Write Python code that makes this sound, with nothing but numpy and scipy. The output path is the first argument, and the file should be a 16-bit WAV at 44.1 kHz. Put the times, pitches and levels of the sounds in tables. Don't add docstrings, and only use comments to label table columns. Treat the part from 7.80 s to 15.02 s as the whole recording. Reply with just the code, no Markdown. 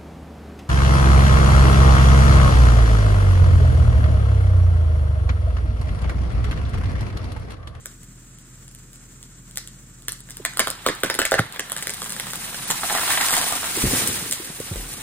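import sys
import numpy as np
from scipy import signal
from scipy.fft import rfft, irfft, next_fast_len
from scipy.io import wavfile
from scipy.ndimage import uniform_filter1d

SR = 44100
rng = np.random.default_rng(int(sys.argv[2]) if len(sys.argv) > 2 else 0)


def wav_out(sig):
    wavfile.write(sys.argv[1], SR, np.round(np.clip(np.atleast_2d(sig).T, -1, 1) * 32767).astype(np.int16))


def nominal_scale(level):
    x = np.asarray(level, float) / 20
    return 10 ** x


N = 318402


def evened(x):
    return x / np.sqrt(np.mean(x ** 2) + 1e-20)


def read(points, hz):
    f, value = np.transpose(points)
    return np.interp(np.log(hz + 1), np.log(f + 1), value)


def curve(rows):
    s, value = np.transpose(rows)
    return np.interp(np.arange(N) / SR, s, value)


def swell(s, length, db):
    return db * np.exp(-((np.arange(N) / SR - s) / length) ** 2)


def add(mix, s, sound):
    part = mix[..., max(round(s * SR), 0):][..., :sound.shape[-1]]
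    part += sound[..., :part.shape[-1]]


def coloured(x, points):
    size = next_fast_len(x.shape[-1])
    gain = nominal_scale(read(points, np.fft.rfftfreq(size, 1 / SR)))
    return irfft(rfft(x, size) * gain, size)[..., :x.shape[-1]]


# frequency in Hz, likeness 0 to 1.
PORT_LIKENESS = [(60, 0.99), (280, 0.95), (600, 0.55), (1500, 0.27), (3000, 0.54), (5000, 0.2), (9000, 0.6),
                 (15000, 0.13)]


def paired(a, b):
    size = next_fast_len(N)
    same = np.clip(read(PORT_LIKENESS, np.fft.rfftfreq(size, 1 / SR)), 0, 1)
    right = same * rfft(a, size) + np.sqrt(1 - same ** 2) * rfft(b, size)
    return np.array([a, irfft(right, size)[:N]])


def random_hits(per_s, spread_db):
    size = nominal_scale(spread_db * np.minimum(rng.exponential(1, N), 2.5))
    return size * (rng.random(N) < per_s / SR)


def scatter(points, per_s, spread_db, ring_s, hiss, gust_db):
    ring = np.exp(-np.arange(800) / SR / ring_s)
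    snaps = signal.oaconvolve(random_hits(per_s, spread_db), ring)[:N]
    gusts = evened(uniform_filter1d(uniform_filter1d(rng.standard_normal(N), 900), 900))
    noise = (hiss + evened(snaps)) * nominal_scale(gust_db * gusts) * rng.standard_normal((2, N))
    return evened(coloured(paired(*noise), points))


def insect():
    hz, width_hz, chirps_per_s, level_db = 7554, 500, 27, -61.5
    throb = (.5 + .5 * np.cos(2 * np.pi * chirps_per_s * np.arange(N) / SR + 1.1)) ** 3
    band = [(hz - 2 * width_hz, -40), (hz - width_hz / 2, -3), (hz, 0),
            (hz + width_hz / 2, -3), (hz + 2 * width_hz, -40)]
    return nominal_scale(level_db) * evened(throb * coloured(rng.standard_normal(N), band))


# order (multiple of the cycle), level in dB rms.
ENGINE_ORDERS = [(3, -50), (6.4, -64), (9, -52), (10, -59), (12, -65), (13, -64), (15, -66), (18, -65),
                 (20, -67), (24, -68)]


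def idling_engine():
    cycle_hz = 13.73
    drift = evened(uniform_filter1d(uniform_filter1d(rng.standard_normal((2, N)), 5000), 5000))
    seconds = np.cumsum(1 + .003 * drift[0]) / SR
    hum = sum(nominal_scale(db + 2.0) * np.sin(2 * np.pi * order * cycle_hz * seconds + order ** 2)
              for order, db in ENGINE_ORDERS)
    return nominal_scale(0.83 * drift[1]) * hum


# frequency in Hz, level in dB per Hz.
WOODLAND_AIR = [(25, -33), (45, -14), (100, -4), (170, -4), (330, -13), (500, -20.5), (800, -26.5),
                (1400, -18.5), (2500, -25.5), (5000, -26), (7600, -14), (10000, -26.5), (13500, -27.5),
                (16300, -31)]
# time in seconds, gain in dB.
BACKGROUND_GAIN = [(0, 0), (2.6, 0), (3.6, -7), (4.6, -2), (6.2, -13), (7.2, 4)]


def background():
    air = nominal_scale(-48) * scatter(WOODLAND_AIR, 270, 1.0, 0.0076, 5.7, 1.0)
    return (air + idling_engine() + insect()) * nominal_scale(curve(BACKGROUND_GAIN))


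def groan():
    s, half_length_s, hz, width_hz, level_db = 4.5, 0.75, 180, 47, -45
    band = [(hz - 2 * width_hz, -30), (hz - width_hz, -4), (hz, 0),
            (hz + width_hz, -4), (hz + 2 * width_hz, -30)]
    rise = np.exp(-((np.arange(N) / SR - s) / half_length_s) ** 2)
    return nominal_scale(level_db) * rise * evened(coloured(rng.standard_normal(N), band))


def twigs(per_s=400, spread_db=3.5, ring_s=0.0074):
    hits = random_hits(per_s, spread_db)
    limb, t, out = rng.integers(0, 14, N), np.arange(900) / SR, np.zeros((2, N))
    for k, hz in enumerate(np.geomspace(720, 2050, 14)):
        ring = np.exp(-t / ring_s) * np.sin(2 * np.pi * hz * t)
        out[k % 2] += signal.oaconvolve(hits * (limb == k), ring)[:N]
    return evened(paired(out[0] + out[1], out[0] - out[1]))


# time in seconds, tick in dB, knock in dB, knock pitch in Hz.
CROWN_LIMBS = [(4.9008, -16, -23, 1900), (4.9082, -22, -33, 1900), (5.291, -31, -26, 1190),
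               (5.335, -26, -20, 1930), (5.702, -27, -31, 840), (5.613, -14, -25, 860),
               (5.641, -19, -26, 900), (4.9037, -11, -21.5, 1160), (5.0329, -35, -18, 1180),
               (5.0977, -26, -18.5, 1730), (5.1237, -19, -24, 1040), (5.1499, -18, -15, 980),
               (5.174, -19, -21, 1270), (5.2326, -31, -22, 1150), (5.3048, -16, -15, 1710),
               (5.3739, -30, -13, 1900), (5.4096, -24, -14, 1980), (5.4464, -31, -46, 1270),
               (5.4846, -11, -19, 1950), (5.5063, -11, -21.5, 1200), (5.5308, -13, -18.5, 1160),
               (5.5375, -14, -17, 1970), (5.5662, -8.5, -21.5, 850), (5.683, -22, -30.5, 1960),
               (5.7233, -16.5, -20.5, 930), (5.83, -36, -24, 1180), (5.5265, -16, -20, 900),
               (5.842, -30, -24, 1490), (5.1835, -24, -19.5, 1710), (5.194, -26, -23.5, 1300),
               (5.105, -28, -22.5, 1010), (5.5785, -17, -20, 1510)]


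def rattle():
    fade_s, under_knock_db = 0.05, -12.5
    power, t = np.zeros(N), np.arange(SR // 4) / SR
    for s, _, knock_db, _ in CROWN_LIMBS:
        add(power, s, nominal_scale(2 * (knock_db + under_knock_db)) * np.exp(-2 * t / fade_s))
    return np.sqrt(power)


# frequency in Hz, dB per Hz.
LEAF_COLOUR = [(450, -45), (700, -19), (1900, -2.5), (3200, -4.5), (5000, -3), (6000, -2.5), (7500, -2.5),
               (9200, 1), (11000, -0.5), (13500, -3.5), (15500, -6), (16500, -16.5)]
BRANCH_COLOUR = [(450, -18.5), (700, -8), (1100, -4.5), (1900, -6), (2600, -8.5), (4000, -4.5), (6000, -44)]
SOIL_COLOUR = [(30, -44), (70, -2.5), (170, -2.5), (250, -3), (550, -7.5), (800, -38)]
# frequency in Hz, level in dB.
TICK_COLOUR = [(2000, -19.5), (3300, -1.5), (5500, -3.5), (8000, 3.5), (10000, 5), (12000, 5), (14500, -5),
               (16400, -24)]
# time in seconds, force in dB.
CROWN_SWEEP = [
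    (2.4, -49.5),
    (3.69, -53.5),
    (4.25, -42),
    (4.8, -36),
    (5.38, -26),
    (5.85, -31.5),
    (6.17, -25.5),
    (6.53, -36.5),
    (6.78, -40.5),
    (7.22, -39.5),
]
# time in seconds, half length in seconds, rise in dB.
TWIG_BURSTS = [
    (4.1, .25, 8.6),
    (5.53, .07, 12),
]


def fall():
    t, force_db = np.arange(N) / SR, curve(CROWN_SWEEP)
    start_s, end_s, ramp_s, creak_db, creak_rumble_db = 2, 14.5, 0.6, -43, -52
    strain = np.clip(np.minimum(t - start_s, end_s + ramp_s - t) / ramp_s, 0, 1)
    fade = np.clip((t - CROWN_SWEEP[0][0]) / 0.6, 0, 1)

    leaves = nominal_scale(force_db + 4.5) * scatter(LEAF_COLOUR, 1000, 6.1, 0.0048, 2.7, 1.3)

    settle_db = -22 * np.maximum(t - 6.4, 0)
    crash_db = force_db - 6 + swell(5.4, 0.61, 4) + settle_db
    crash = np.hypot(nominal_scale(crash_db), strain * nominal_scale(creak_db))
    branches = crash * scatter(BRANCH_COLOUR, 250, 2.3, 0.0099, 0.56, 2.0)
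    knocking = np.hypot(0.44 * crash, rattle()) * twigs()

    land_s, land_length_s = 6.12, 0.27
    down = np.clip((t - land_s) / land_length_s + 1, 0, 1)
    impact_db = swell(land_s, land_length_s, 5.3)
    rebound_db = swell(7.03, .12, 5)
    soil_db = force_db - 15 + 5 * down + impact_db + rebound_db
    shake = np.hypot(nominal_scale(soil_db), strain * nominal_scale(creak_rumble_db))
    ground = shake * scatter(SOIL_COLOUR, 250, 1.2, .008, 2.2, 1.2)

    crackle_db = force_db - 8 + sum(swell(*row) for row in TWIG_BURSTS)
    crackle = nominal_scale(crackle_db) * scatter(TICK_COLOUR, 350, 3.4, 0.00044, 0, 3.5)
    return fade * (leaves + crackle + branches + knocking + ground) + groan()


# start in seconds, end in seconds, level in dB, pitch in Hz.
SQUEALS = [
    (3.579, 3.596, -5, 1460),
    (3.046, 3.063, -27, 1900),
]


def hinge_squeals():
    out = np.zeros(N)
    for start, end, db, hz in SQUEALS:
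        t = np.arange(0, end - start, 1 / SR)
        wobble = 2.24 * np.cumsum(rng.standard_normal(1000))[:len(t)] / 10
        level = nominal_scale(db - 19 * (1 - t / t[-1])) * signal.windows.tukey(len(t), .2)
        add(out, start, level * np.sin(2 * np.pi * hz * t + wobble))
    return out


# time in seconds, level in dB, first pitch in Hz, last pitch in Hz, t60 in seconds.
TRUNK_BLOWS = [(2.599, -26, 500, 244, 0.054), (3.595, -5, 300, 65, 0.036), (4.897, -26.5, 216, 150, 0.12),
               (5.97, -22.5, 420, 270, 0.087), (6.0375, -10, 306, 100, 0.044),
               (6.0455, -13, 260, 116, 0.03), (6.0505, -14, 264, 90, 0.04), (6.0645, -10, 170, 59, 0.045),
               (6.133, -13, 266, 120, 0.056), (6.112, -18.5, 490, 360, .04), (6.42, -28.5, 200, 110, .08),
               (6.409, -33, 250, 140, 0.038), (6.127, -17, 350, 120, 0.05), (6.7, -26, 280, 130, 0.044),
               (5.6, -33, 240, 152, 0.087), (6.285, -34, 390, 200, 0.066), (6.46, -29, 374, 204, 0.055),
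               (6.8, -22, 203, 82, 0.044), (6.912, -18.5, 166, 60, 0.13), (6.957, -23.5, 71, 41, 0.56),
               (6.957, -24, 520, 410, 0.026), (6.802, -18, 530, 440, .022), (6.908, -42, 520, 400, 0.024),
               (6.029, -18.5, 75, 42, 0.24), (3.068, -28, 203, 91, 0.084), (2.803, -21, 308, 166, 0.037),
               (6.6, -29, 407, 250, 0.06)]


def thuds():
    longest_sink_s = .014
    out, t = np.zeros(N), np.arange(SR // 2) / SR
    for s, db, first_hz, last_hz, t60 in TRUNK_BLOWS:
        crushed = evened(coloured(rng.standard_normal(len(t)), SOIL_COLOUR))
        crunch = 0.59 * np.exp(-t / 0.018) * crushed
        hz = last_hz + (first_hz - last_hz) * np.exp(-t / min(t60 / 6.3, longest_sink_s))
        tone = np.sin(2 * np.pi * np.cumsum(hz) / SR)
        level = nominal_scale(db - 60 * t / t60) * np.minimum(t * first_hz, 1)
        add(out, s, level * (tone + crunch))
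    return out


# time
# in seconds, tick in dB.
LONE_FIBRES = [(0.2318, -38), (0.585, -40), (0.8445, -44), (0.879, -36.5), (0.9123, -42), (0.948, -31),
               (0.9865, -38), (1.1307, -35), (1.1573, -37.5), (1.4275, -32), (1.71, -33.5), (1.7568, -31),
               (1.8736, -25), (2.221, -36), (2.5684, -28), (2.8802, -24), (3.1496, -28), (3.2026, -31),
               (3.723, -29), (3.511, -18), (3.084, -17.5), (3.981, -22), (4.017, -30), (4.136, -23),
               (4.1991, -36), (4.228, -24), (4.242, -20.5), (4.303, -19), (4.5073, -25), (3.4751, -24),
               (3.552, -31), (3.745, -34), (3.974, -24), (4.0075, -29), (4.0266, -23.5), (4.903, -20),
               (4.906, -21), (4.9095, -13), (2.7994, -17), (1.436, -40), (5.494, -16), (5.126, -16),
               (4.030, -26), (4.1015, -24), (4.1042, -20), (4.142, -24), (4.169, -28), (4.2343, -23),
               (4.2505, -27), (4.2645, -30), (5.4121, -11.5), (5.753, -16), (5.575, -16), (5.549, -13),
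               (2.39, -40), (2.404, -33), (2.498, -30), (3.4535, -15.5)]
# time in
# seconds, tick in dB, knock in dB, thump in dB.
HINGE_TEARS = [(0.0568, -22.5, -34.5, -45), (1.7717, -12.5, -28, -44), (2.2821, -12, -25, -36.5),
               (2.3197, -18, -36.5, -61), (2.4878, -41, -41, -50), (2.5055, -25.5, -40, -63),
               (2.6502, -11.5, -15.5, -28.5), (2.735, -31, -41, -59), (2.771, -14, -24.5, -40),
               (2.7931, -5, -11, -28.5), (2.7982, -24, -19, -16.5), (2.8026, -24, -14.5, -24),
               (2.8715, -14.5, -16.5, -23.5), (2.9011, -17, -45, -32), (3.0631, -12, -10, -12.5),
               (3.0706, -30, -43, -38), (3.0863, -18, -13.5, -15), (3.234, -8, -11, -13.5),
               (3.26, -21, -29, -52), (3.2991, -13.5, -14.5, -21), (3.3408, -18, -25, -45),
               (3.3497, -17, -35, -28), (3.3892, -8, -11, -16), (3.4162, -16, -12, -21),
               (3.4514, -10.5, -14.5, -26.5), (3.518, -16.5, -11.5, -8.5), (3.54, -14.5, -10, -12),
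               (3.5923, -16.5, -18, -18.5)]
# time in seconds, tick in dB, knock in dB.
CAUGHT_TWIGS = [(3.7603, -34, -28), (3.7939, -14, -20.5), (3.897, -25, -33), (3.918, -17, -27),
                (3.964, -19, -26), (4.024, -20.5, -27), (4.07, -14, -22.5), (4.0938, -15, -26.5),
                (4.2183, -21, -25), (4.26, -28, -32), (4.294, -22.5, -37), (4.321, -17.5, -34),
                (4.364, -23, -30.5), (4.3975, -14.5, -26), (4.468, -30, -30), (4.502, -25, -49),
                (4.533, -24, -27.5), (4.556, -19, -40.5), (4.744, -24, -29.5), (6.1580, -19, -27),
                (6.2735, -9, -28), (6.5104, -13.5, -36), (6.5211, -16, -31), (6.5244, -9, -31),
                (6.7476, -29, -55), (6.8003, -25, -44), (6.958, -26.5, -54), (7.1372, -25, -56)]


def breaks():
    trunk_hz, limb_hz = 443, 756
    fibre_knock_db = -21.5
    twig_thump_db, limb_thump_db = -8.5, -7.5
    rows = []
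    for s, tick in LONE_FIBRES:
        knock = tick + fibre_knock_db
        rows.append((s, tick, knock, None, knock + twig_thump_db, trunk_hz))
    for s, tick, knock, thump in HINGE_TEARS:
        rows.append((s, tick, knock, None, thump, trunk_hz))
    for s, tick, knock in CAUGHT_TWIGS:
        rows.append((s, tick, knock, None, knock + twig_thump_db, trunk_hz))
    for s, tick, knock, hz in CROWN_LIMBS:
        rows.append((s, tick, knock, hz, knock + limb_thump_db, limb_hz))
    return rows


def wavelet(t, at, hz, rise, fall, phase):
    u = t - at
    envelope = np.where(u < 0, np.exp(-(u / rise) ** 2), np.exp(-abs(u) / fall))
    return envelope * np.cos(2 * np.pi * hz * u + phase)


# frequency in Hz, level in dB.
SPLINTER_COLOUR = [(70, -14), (250, -24), (550, -11.5), (1000, -3.5), (1600, -2.5), (2400, -8), (3400, 0.5),
                   (5000, -9.5), (7000, -18)]


def cracks():
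    wood_hz, wood_scatter = 1632, 0.65
    out, t, rows = np.zeros(N), np.arange(2000) / SR, breaks()
    chance, grit = rng.random((len(rows), 5)), rng.standard_normal((len(rows), 2, 2000))
    for (s, tick_db, knock_db, hz, thump_db, thump_hz), c, (fine, coarse) in zip(rows, chance, grit):
        hz = hz or wood_hz * (1 + wood_scatter * (c[4] - .5))
        spread = 0.0017 * (1.1 + 1.88 * c[1])
        click = wavelet(t, .0054, 0, .00002, .00002, 0)
        fizz = .25 * fine * wavelet(t, .0054, 0, .0001, .25 * spread, 0)
        tick = coloured(click + fizz, TICK_COLOUR)
        spray = coloured(coarse * wavelet(t, 0.0046, 0, 0.00093, 1.87 * spread, 0), SPLINTER_COLOUR)
        knock = wavelet(t, .0052, hz, 0.00033, 0.00089, 2 * np.pi * c[0])
        knock = knock + 0.5 * spray / abs(spray).max()
        thump = wavelet(t, 0.00761, thump_hz * (0.93 + 0.42 * c[2]), 0.0016, 0.001, 2 * np.pi * c[3])
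        sound = nominal_scale(tick_db + 10.0) * tick / abs(tick).max()
        sound = sound + nominal_scale(knock_db + 6.5) * knock + nominal_scale(thump_db + 3) * thump
        add(out, s - .0040, sound)
    return out


# frequency in Hz, t60 in seconds.
ECHO_DECAY = [(100, 0.23), (500, 0.089), (1500, 0.37), (4000, 0.35), (10000, 0.28)]
# frequency in Hz, level in dB.
ECHO_COLOUR = [(100, 12), (500, 3), (1500, -0.5), (3500, -2.5), (5000, 3), (8000, -4), (10000, -7.5),
               (13000, -7.5)]


def clearing(x):
    taps = np.zeros((2, N))
    at = np.arange(0, N - 20, 20) + rng.integers(0, 20, (2, (N - 1) // 20))
    np.put_along_axis(taps, at, rng.choice([-1., 1.], at.shape), 1)
    length = 22000
    tails = paired(*taps)[:, :3 * length].reshape(2, 3, length) * (np.arange(length) > 390)
    hz, t, z = signal.stft(tails, SR, nperseg=256)
    decay_db = read(ECHO_COLOUR, hz)[:, None] - 60 * t / read(ECHO_DECAY, hz)[:, None]
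    tail = signal.istft(z * nominal_scale(decay_db), SR, nperseg=256)[1]
    late = np.arange(tail.shape[-1]) / SR - .008
    tail = tail * (1 + .8 * np.exp(-(late / .006) ** 2))
    tail = nominal_scale(-6.5) * tail / np.linalg.norm(tail[0, 0])
    for s, db in ((.0076, -9), (.0095, -24), (.0125, -21), (.016, -30)):
        add(tail, s, nominal_scale([db]))
    turn = np.cos(2 * np.pi * (np.arange(N) / SR * 1.7 + np.arange(3)[:, None] / 3))
    share = (turn == turn.max(0)) * x
    return signal.oaconvolve(share[None], tail, axes=2)[..., :N].sum(1)


def scene():
    snaps, blows = cracks(), thuds() + hinge_squeals()
    return background() + fall() + blows + snaps + clearing(snaps + 0.15 * blows)


# 0 for sum or 1 for difference of the two channels, low edge in
# Hz, high edge in Hz, edge scatter in Hz, share of blocks 0 to 1.
WEAK_BANDS = [(0, 10950, 12500, 400, 1), (0, 13600, 22050, 1500, .06), (0, 5400, 6000, 300, .3),
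              (0, 4600, 4900, 200, .15), (0, 15500, 22050, 450, 1), (1, 7700, 9400, 250, 1),
              (1, 13800, 22050, 150, 1), (1, 3700, 4000, 250, .1)]


def drop_bands(x, jump_db=11.0):
    sum_and_difference = np.array([x[0] + x[1], x[0] - x[1]]) / 2
    hz, t, z = signal.stft(sum_and_difference, SR, nperseg=1024, noverlap=768)
    block = (t * SR + 29).astype(int) // 1024
    treble = uniform_filter1d(np.diff(x[0], 2, append=[0, 0]) ** 2, 64)
    before = np.roll(uniform_filter1d(treble, 512), 300)
    attacks = np.flatnonzero(treble > before * nominal_scale(2 * jump_db))
    sharp = np.isin(block, (attacks + 29) // 1024)
    chance = rng.random((block[-1] + 1, len(WEAK_BANDS), 3))[block]
    for k, (side, low, high, edge, share) in enumerate(WEAK_BANDS):
        low = low + edge * (2 * chance[:, k, 0] - 1)
        high = high + edge * (2 * chance[:, k, 1] - 1)
        inside = (hz[:, None] > low) & (hz[:, None] < high)
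        z[side][inside & (chance[:, k, 2] < share) & ~sharp] = 0
    big = np.flatnonzero(treble > before * nominal_scale(2 * jump_db + 16))
    after_big = np.isin(block - 1, np.unique((big + 29) // 1024))
    spent = after_big & ~sharp & (rng.random(block[-1] + 1)[block] < .4)
    z[:, hz > 12400] *= ~spent
    mid, side = signal.istft(z, SR, nperseg=1024, noverlap=768)[1][:, :N]
    return np.array([mid + side, mid - side])


def roll_off(x):
    return signal.sosfilt(signal.butter(12, 17010, fs=SR, output="sos"), x)


# frequency in Hz, lead in radians.
PORT_LEAD = [(0, 0), (200, 0), (430, -.3), (1030, .6), (1400, .3), (2600, 1.2), (4800, 2.8), (6000, 3.4),
             (7700, 5.9), (9400, 6.6), (11000, 9.1), (12300, 9.7), (13800, 12.2), (16600, 12.8)]
# frequency in Hz, difference in dB.
PORT_TILT = [(60, 1.5), (110, -2), (200, 1), (380, -3.5), (700, -4.5), (1290, -0.5), (2380, -2), (4400, 0),
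             (8120, 0.5), (15000, 0.5)]


def record(dry):
    edge_hz, ceiling = 16600, .88
    size = next_fast_len(N)
    hz = np.fft.rfftfreq(size, 1 / SR)
    lead, tilt_db = np.interp(hz, *np.transpose(PORT_LEAD)), read(PORT_TILT, hz)
    ports = np.array([nominal_scale(tilt_db / 2), nominal_scale(-tilt_db / 2) * np.exp(-1j * lead)])
    heard = irfft(rfft(dry, size) * ports, size)
    limited = ceiling * np.tanh(heard / ceiling)
    edged = irfft(rfft(limited) * (hz < edge_hz), size)[:, :N]
    mix = drop_bands(edged)
    return roll_off(mix)


dry = scene()
out = record(dry)
wav_out(out)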